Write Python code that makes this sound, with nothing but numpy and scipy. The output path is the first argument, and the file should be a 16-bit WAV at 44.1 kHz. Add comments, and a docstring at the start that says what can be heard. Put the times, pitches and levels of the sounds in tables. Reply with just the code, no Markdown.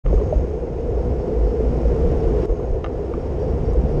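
"""Faired bicycle in a road tunnel

Asphalt grain drums the shell, the frame booms, throbs and thumps over bumps, and the tread hums.
Wind buffets over a wash of tyre noise, chain rustle and a thin metal jingle. Panels knock, a loose
fitting clacks and a brake disc sings faintly as it rubs; these echo down the concrete tube.
Past the middle the whole sound ducks suddenly and creeps back."""
import sys
import numpy as np
from scipy import signal
from scipy.fft import rfft, irfft
from scipy.io import wavfile

SR = 44100
rng = np.random.default_rng(int(sys.argv[2]) if len(sys.argv) > 2 else 0)


def generate_wav(sig):
    """Save sig (samples, or channels by samples) to the path in sys.argv[1] as 16-bit PCM at SR."""
    pcm = np.round(np.clip(np.atleast_2d(sig).T, -1, 1) * 32767).astype(np.int16)
    wavfile.write(sys.argv[1], SR, pcm)


N = 176400

# Level rides for the jingle, the tyre and chain hiss, the wind, the frame's throb and boom, and the
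# road's drumming on the shell. Each row: time in seconds, relative level in dB.
JINGLE_RIDE = [(0.05, -70), (0.15, -64), (0.38, -64.5), (0.6, -73), (1.5, -71.5), (2.4, -69.5),
               (2.59, -60.5), (2.8, -69.5), (3.1, -72.5), (4.0, -74)]
HISS_RIDE = [(0.05, -54), (0.14, -49.5), (0.26, -52), (0.39, -52), (0.55, -54), (0.72, -54.5), (1.0, -52.3),
             (1.5, -51.3), (2.0, -48.5), (2.36, -49), (2.45, -46), (2.49, -48.5), (2.75, -50.5), (3.1, -51),
             (3.6, -51.5), (4.0, -50.5)]
WIND_RIDE = [(0.05, -22.5), (0.5, -30), (0.8, -30.5), (1.4, -27.5), (1.75, -22.5), (2.4, -25.5),
             (2.7, -32.5), (3.3, -27.5), (3.7, -24.5), (4.0, -19.5)]
THROB_RIDE = [(0.05, -41), (1.3, -42), (1.4, -18), (1.48, -18), (1.57, -30), (1.68, -18.5), (1.79, -30),
              (1.87, -15.5), (2.0, -28), (2.2, -32), (4.0, -47)]
BOOM_RIDE = [(0.05, -23), (0.42, -21), (0.6, -28.5), (1.1, -19.5), (1.3, -29), (1.45, -24), (1.9, -25),
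             (2.1, -21), (2.35, -22.5), (2.6, -18), (3.0, -22), (3.4, -25), (3.7, -16.5), (4.0, -28)]
ROAD_RIDE = [(0.05, -30), (0.2, -25.5), (0.45, -26.5), (0.75, -28.5), (1.0, -22.5), (1.22, -24.5),
             (1.55, -26), (1.8, -23.5), (2.05, -24), (2.42, -21), (2.6, -20), (2.85, -23.5), (3.0, -23),
             (3.25, -25), (3.6, -26), (4.0, -24)]
# EQ curves for wind, tyres and chain. Each row: frequency in Hz, relative gain in dB.
WIND_EQ = [(8, -24.5), (20, -4), (35, 5.5), (90, -15.5), (150, -1), (200, -10.5), (320, -13.5),
           (700, -24.5), (1500, -61)]
TYRE_EQ = [(300, -8), (700, 9), (1000, 4), (1500, -4), (2100, -6.5), (2800, -10.5), (3500, -17),
           (4300, -20), (7000, -26), (9300, -32.5), (10500, -40)]
CHAIN_EQ = [(3000, -19), (4200, -11.5), (4800, -0.5), (5450, 0.5), (5800, -2), (6200, -8), (6750, -7),
            (7100, -11.5), (8400, -16.5), (8750, -10.5), (9500, -28), (10000, -33.5)]
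# The brake disc's tones. Each row: ratio to the pitch, relative level in dB.
DISC_TONES = [(.847, -4), (.925, -8.5), (1, -1.5)]
# Disc rubs, roughly one a wheel turn.
# Each row: centre in seconds, length in seconds, level in dB, pitch in Hz.
DISC_RUBS = [(0.995, 0.11, -65, 5320), (1.229, 0.14, -65, 5400), (1.488, 0.075, -63, 5380),
             (1.735, 0.11, -65.5, 5450), (2, 0.13, -66, 5437), (2.218, 0.11, -61.5, 5430),
             (2.43, .06, -63.5, 5530), (3.22, 0.043, -60, 5555), (3.27, .03, -62, 5580),
             (3.418, 0.046, -55.5, 5630), (3.497, .05, -62, 5570), (3.667, 0.04, -59, 5520),
             (3.706, 0.021, -59, 5620), (3.932, 0.14, -63, 5530)]
# Tiny bright ticks. Each row: start in seconds, level in dB, band centre in Hz.
BRIGHT_TICKS = [(2.456, -43, 7400), (2.587, -49, 6003), (2.694, -46, 6069), (3.735, -42, 5740)]
# Clacks of a loose fitting. Each row: start in seconds, level in dB, low-pass cutoff in Hz.
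FITTING_CLACKS = [(0.062, -25, 2600), (2.594, -26, 910), (2.8432, -14.5, 5000), (2.8472, -18.5, 3000),
                  (2.861, -18.5, 2100), (2.867, -24, 1700)]
# The fitting's modes. Each row: frequency in Hz, relative level in dB, 60 dB decay time in seconds.
FITTING_MODES = [(580, -1, 0.07), (780, 1, .03), (1200, 3.5, 0.026), (1436, -4, .025), (1740, -6, 0.02),
                 (2110, -4.5, 0.022), (2760, -4.5, 0.016), (3155, -7.5, 0.018), (3780, -11.5, 0.02),
                 (5030, -16, .01), (6300, -15, .015)]
# Hits on a panel and on a small cover. Each row: start in seconds, level in dB, pitch in Hz.
PANEL_KNOCKS = [(0.059, -19.5, 510), (0.127, -12, 542), (0.1365, -11.5, 428), (0.180, -17, 474),
                (0.198, -19, 534), (0.217, -17, 421), (0.325, -9, 616), (0.445, -18.5, 440),
                (0.635, -17, 475), (0.892, -18.5, 467), (1.08, -18.5, 488), (1.536, -17, 428),
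                (1.603, -17.5, 450), (1.728, -21.5, 316.6), (1.853, -18, 520), (2.070, -16.5, 477),
                (2.203, -16.5, 433), (2.385, -21.5, 451.5), (2.429, -11.5, 389)]
COVER_TAPS = [(0.083, -33, 1080), (0.179, -32, 1120), (0.214, -31, 1020), (2.495, -28, 1090),
              (2.512, -32, 1060), (2.599, -30, 1030), (3.138, -24, 1180), (3.171, -36, 1080)]
# Their modes. Each row: ratio to the pitch, relative level in dB, 60 dB decay time in seconds.
PANEL_MODES = [(.6, -11.5, 0.054), (0.789, 0, 0.021), (1, -0.5, 0.07), (1.299, -15, 0.021),
               (1.62, -27.5, 0.031)]
COVER_MODES = [(1, 4, 0.026), (1.22, -6.5, 0.019), (1.9, -11.5, 0.018)]
# The hum of the tyre tread. Each row: time in seconds, pitch in Hz, level in dB.
TREAD_HUM = [(0.051, 470.2, -43), (0.901, 463.2, -34), (1.152, 457.3, -54), (1.329, 457.6, -26),
             (1.44, 461, -34), (1.559, 459.7, -24.5), (1.78, 464, -37.5), (2.05, 468.4, -23.5),
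             (2.179, 455, -30.5), (2.321, 450, -28), (2.5, 447, -30), (2.849, 431.8, -50),
             (3.001, 433, -23), (3.202, 448.4, -44.5), (3.551, 459.8, -35), (4.0, 457, -46)]
# Bumps that heave the frame. Each row: start in seconds, level in dB, pitch in Hz.
ROAD_BUMPS = [(0.05, -11, 42.1), (0.097, -9.5, 49.5), (0.143, -7.5, 45.6), (0.356, -11, 49.6),
              (2.257, -9.5, 43), (2.492, -4, 43.2), (2.703, -7.5, 30.5), (3.767, -11, 52.3)]
# The shell's resonances. Each row: centre in Hz, width in Hz, relative gain in dB.
SHELL_MODES = [(119, 28, -3), (164.8, 20.7, -6), (242.3, 34.3, -3), (301.3, 41, -8.5), (340.8, 25.5, -1),
               (406.5, 65, 0), (452, 51, -1.5), (502, 41, 0), (589, 117, -13), (688, 80, -13),
               (763, 95, -20), (909, 45, -19.5), (1026, 58, -26.5), (1397, 58, -30.5)]


def undb(db):
    """Decibels to gain."""
    return 10 ** (np.asarray(db) / 20)


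def unit(x):
    """Scale to rms 1."""
    return x / np.sqrt(np.mean(x ** 2))


def clock():
    """Time of every sample, in seconds."""
    return np.arange(N) / SR


def ride(rows):
    """A fader move through (seconds, dB) points."""
    return undb(np.interp(clock(), *np.array(rows).T))


def wander(rate_hz):
    """Smooth random drift, rms 1."""
    f = np.arange(N // 2 + 1) * SR / N
    return unit(irfft(rfft(rng.standard_normal(N)) * np.exp(-(f / rate_hz) ** 2) * (f > 0), N))


def equalise(x, points):
    """EQ through (Hz, dB) points, rolled off past both ends, rms 1."""
    f = np.maximum(np.arange(N // 2 + 1) * SR / N, 1)
    hz, db = np.array(points).T
    gain = undb(np.interp(np.log(f), np.log(hz), db))
    roll_off = np.minimum(f / hz[0], 1) * np.minimum(hz[-1] / f, 1) ** 2
    return unit(irfft(rfft(x) * gain * roll_off, N))


def resonate(x, hz, width_hz):
    """A resonance with steep skirts: two band-passes in a row."""
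    b, a = signal.iirpeak(hz, hz / (width_hz * np.pi / 2), fs=SR)
    return signal.lfilter(b, a, signal.lfilter(b, a, x))


def grains(per_s, spread_db=3):
    """A random spray of small, uneven impacts."""
    hit = rng.random(N) < per_s / SR
    polarity = np.sign(rng.standard_normal(N))
    return hit * polarity * undb(spread_db * np.minimum(rng.exponential(size=N), 5))


def decay(age, t60):
    """Envelope with a hard attack, falling 60 dB in t60 seconds."""
    return (age > 0) * np.exp(-np.log(1000) * np.clip(age / t60, 0, 10))


def ring(start, modes):
    """Decaying (Hz, dB, t60) modes struck together in alternating polarity, peak 1."""
    age = np.arange(SR // 2) / SR
    tone = sum((-1) ** k * undb(db) * np.sin(2 * np.pi * hz * age) * decay(age, t60)
               for k, (hz, db, t60) in enumerate(modes))
    return np.pad(tone / np.abs(tone).max(), (int(start * SR), N))[:N]


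def tunnel(x, t60=5, predelay_s=.02, wet_db=-17.5):
    """The concrete tube returns a long, diffuse echo."""
    tail = rng.standard_normal(N) * decay(clock(), t60) * (clock() > predelay_s)
    return undb(wet_db) * signal.fftconvolve(x, tail / np.linalg.norm(tail))[:N]


def jingle():
    """A small metal part chatters at one high resonance."""
    return unit(resonate(grains(per_s=1800), hz=6480, width_hz=230)) * ride(JINGLE_RIDE)


def brake(waver_hz=8, flicker_db=2):
    """The disc brushes its pad and sings softly."""
    t, rubs = clock(), np.array(DISC_RUBS)
    touch = sum(undb(db) * np.exp(-(2 * (t - at) / length) ** 2) for at, length, db, _ in DISC_RUBS)
    pitch = np.interp(t, rubs[:, 0], rubs[:, 3])
    flicker = undb(flicker_db * wander(40))
    song = sum(undb(db) * np.sin(2 * np.pi * np.cumsum(ratio * pitch + waver_hz * wander(66)) / SR)
               for ratio, db in DISC_TONES)
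    return touch * flicker * song


def tyres_and_chain(tyre_db=7, chain_db=-13):
    """A smooth wash of tyre noise and the chain's fine metallic rustle, both flickering slightly."""
    tyres = equalise(rng.standard_normal(N), TYRE_EQ) * undb(tyre_db + 0.35 * wander(25))
    chain = equalise(grains(per_s=5700, spread_db=-1), CHAIN_EQ) * undb(chain_db + wander(45))
    return (tyres + chain) * ride(HISS_RIDE)


def wind(gust_db=2, trim_db=-1):
    """Passing air buffets in low gusts."""
    rumble = equalise(rng.standard_normal(N), WIND_EQ)
    return rumble * undb(gust_db * wander(25) + trim_db) * ride(WIND_RIDE)


def ticks(t60=0.0053):
    """Tiny snaps of bright noise."""
    noise = rng.standard_normal(N)
    return sum(undb(db) * unit(resonate(noise, hz, hz / 2)) * decay(clock() - start, t60) / 2
               for start, db, hz in BRIGHT_TICKS)


def clacks(crack_db=-30.5, crack_hz=2320, crack_t60=0.016):
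    """A loose fitting strikes and rings, with a crack of noise on the attack."""
    crack = undb(crack_db) * unit(resonate(rng.standard_normal(N), crack_hz, width_hz=crack_hz))
    out = np.zeros(N)
    for start, db, cutoff_hz in FITTING_CLACKS:
        blow = ring(start, FITTING_MODES) + crack * decay(clock() - start, crack_t60)
        out += undb(db) * signal.lfilter(*signal.butter(2, cutoff_hz, fs=SR), blow)
    return out


def knocks(hits, modes):
    """A panel or cover is struck and rings, short and hollow."""
    out = np.zeros(N)
    for start, db, hz in hits:
        tuned = [(hz * ratio, mode_db, t60) for ratio, mode_db, t60 in modes]
        out += undb(db) * ring(start, tuned)
    return out


def tread(width_hz=31.6, waver_hz=9, compression=0.9):
    """The tread drones in a rough, narrow band whose centre wanders with speed."""
    at, hz, db = np.array(TREAD_HUM).T
    rough = wander(width_hz) + 1j * wander(width_hz)
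    evened = rough / (np.abs(rough) + .5) ** compression
    pitch = np.interp(clock(), at, hz) + waver_hz * wander(7.97)
    drone = (evened * np.exp(2j * np.pi * np.cumsum(pitch) / SR)).real
    return unit(drone) * undb(np.interp(clock(), at, db))


def throb(pitch_hz=57.44, waver_hz=3, flutter_db=2):
    """The frame throbs on one deep, wavering note that swells for a stretch."""
    tone = np.sqrt(2) * np.sin(2 * np.pi * np.cumsum(pitch_hz + waver_hz * wander(16)) / SR)
    return tone * undb(flutter_db * wander(41)) * ride(THROB_RIDE)


def frame(compression=0.42, boom_db=-1, bump_rise_s=0.017):
    """The frame booms on its tyres; each bump heaves it for a cycle or two."""
    boom = unit(resonate(rng.standard_normal(N), hz=61.2, width_hz=23.2))
    envelope = np.abs(signal.hilbert(boom))
    out = unit(boom / (envelope + .5) ** compression) * ride(BOOM_RIDE) * undb(boom_db)
    for start, db, hz in ROAD_BUMPS:
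        age = np.maximum(clock() - start, 0)
        rise = age / bump_rise_s
        swell = (rise * np.exp(1 - rise)) ** 2
        out -= undb(db) * swell * np.sin(2 * np.pi * hz * age)
    return out


def shell(flutter_db=1.2, trim_db=-1):
    """Asphalt grain drums the shell's resonances in uneven bursts."""
    bursts = undb(flutter_db * wander(34))
    body = sum(undb(db) * resonate(grains(per_s=900) * bursts, hz, width_hz)
               for hz, width_hz, db in SHELL_MODES)
    return unit(body) * ride(ROAD_RIDE) * undb(trim_db)


def duck(at_s=2.458, attack_s=.0015, slow_db=-6, slow_s=0.98, fast_db=-4, fast_s=0.033):
    """A sudden drop in gain, released in a fast part and a slow part."""
    age = clock() - at_s
    attack = (1 + np.tanh(2 * age / attack_s)) / 2
    slow = slow_db * np.clip(1 - age / slow_s, 0, 1)
    fast = fast_db * np.sqrt(np.clip(1 - age / fast_s, 0, 1))
    return undb(attack * (slow + fast))


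def scene():
    """The mono mix: a dry rolling bed plus rattles and brake with their echo, all ducked together."""
    bed = shell() + frame() + tread() + throb() + wind() + tyres_and_chain() + jingle()
    hollow_hits = knocks(PANEL_KNOCKS, PANEL_MODES) + knocks(COVER_TAPS, COVER_MODES)
    accents = hollow_hits + clacks() + ticks() + brake()
    return ((bed + accents + tunnel(accents)) * duck())[None]


def record(dry, start_s=0.035, fade_in_s=0.019, fade_out_s=.003, cutoff_hz=10100):
    """Quick fades at both ends and a steep high cut."""
    fade_in = np.clip((clock() - start_s) / fade_in_s, 0, 1) ** 2
    fade_out = np.clip((N / SR - clock()) / fade_out_s, 0, 1)
    high_cut = signal.ellip(8, .2, 70, cutoff_hz, fs=SR, output="sos")
    return signal.sosfilt(high_cut, dry * fade_in * fade_out)


dry = scene()
out = record(dry)
generate_wav(out)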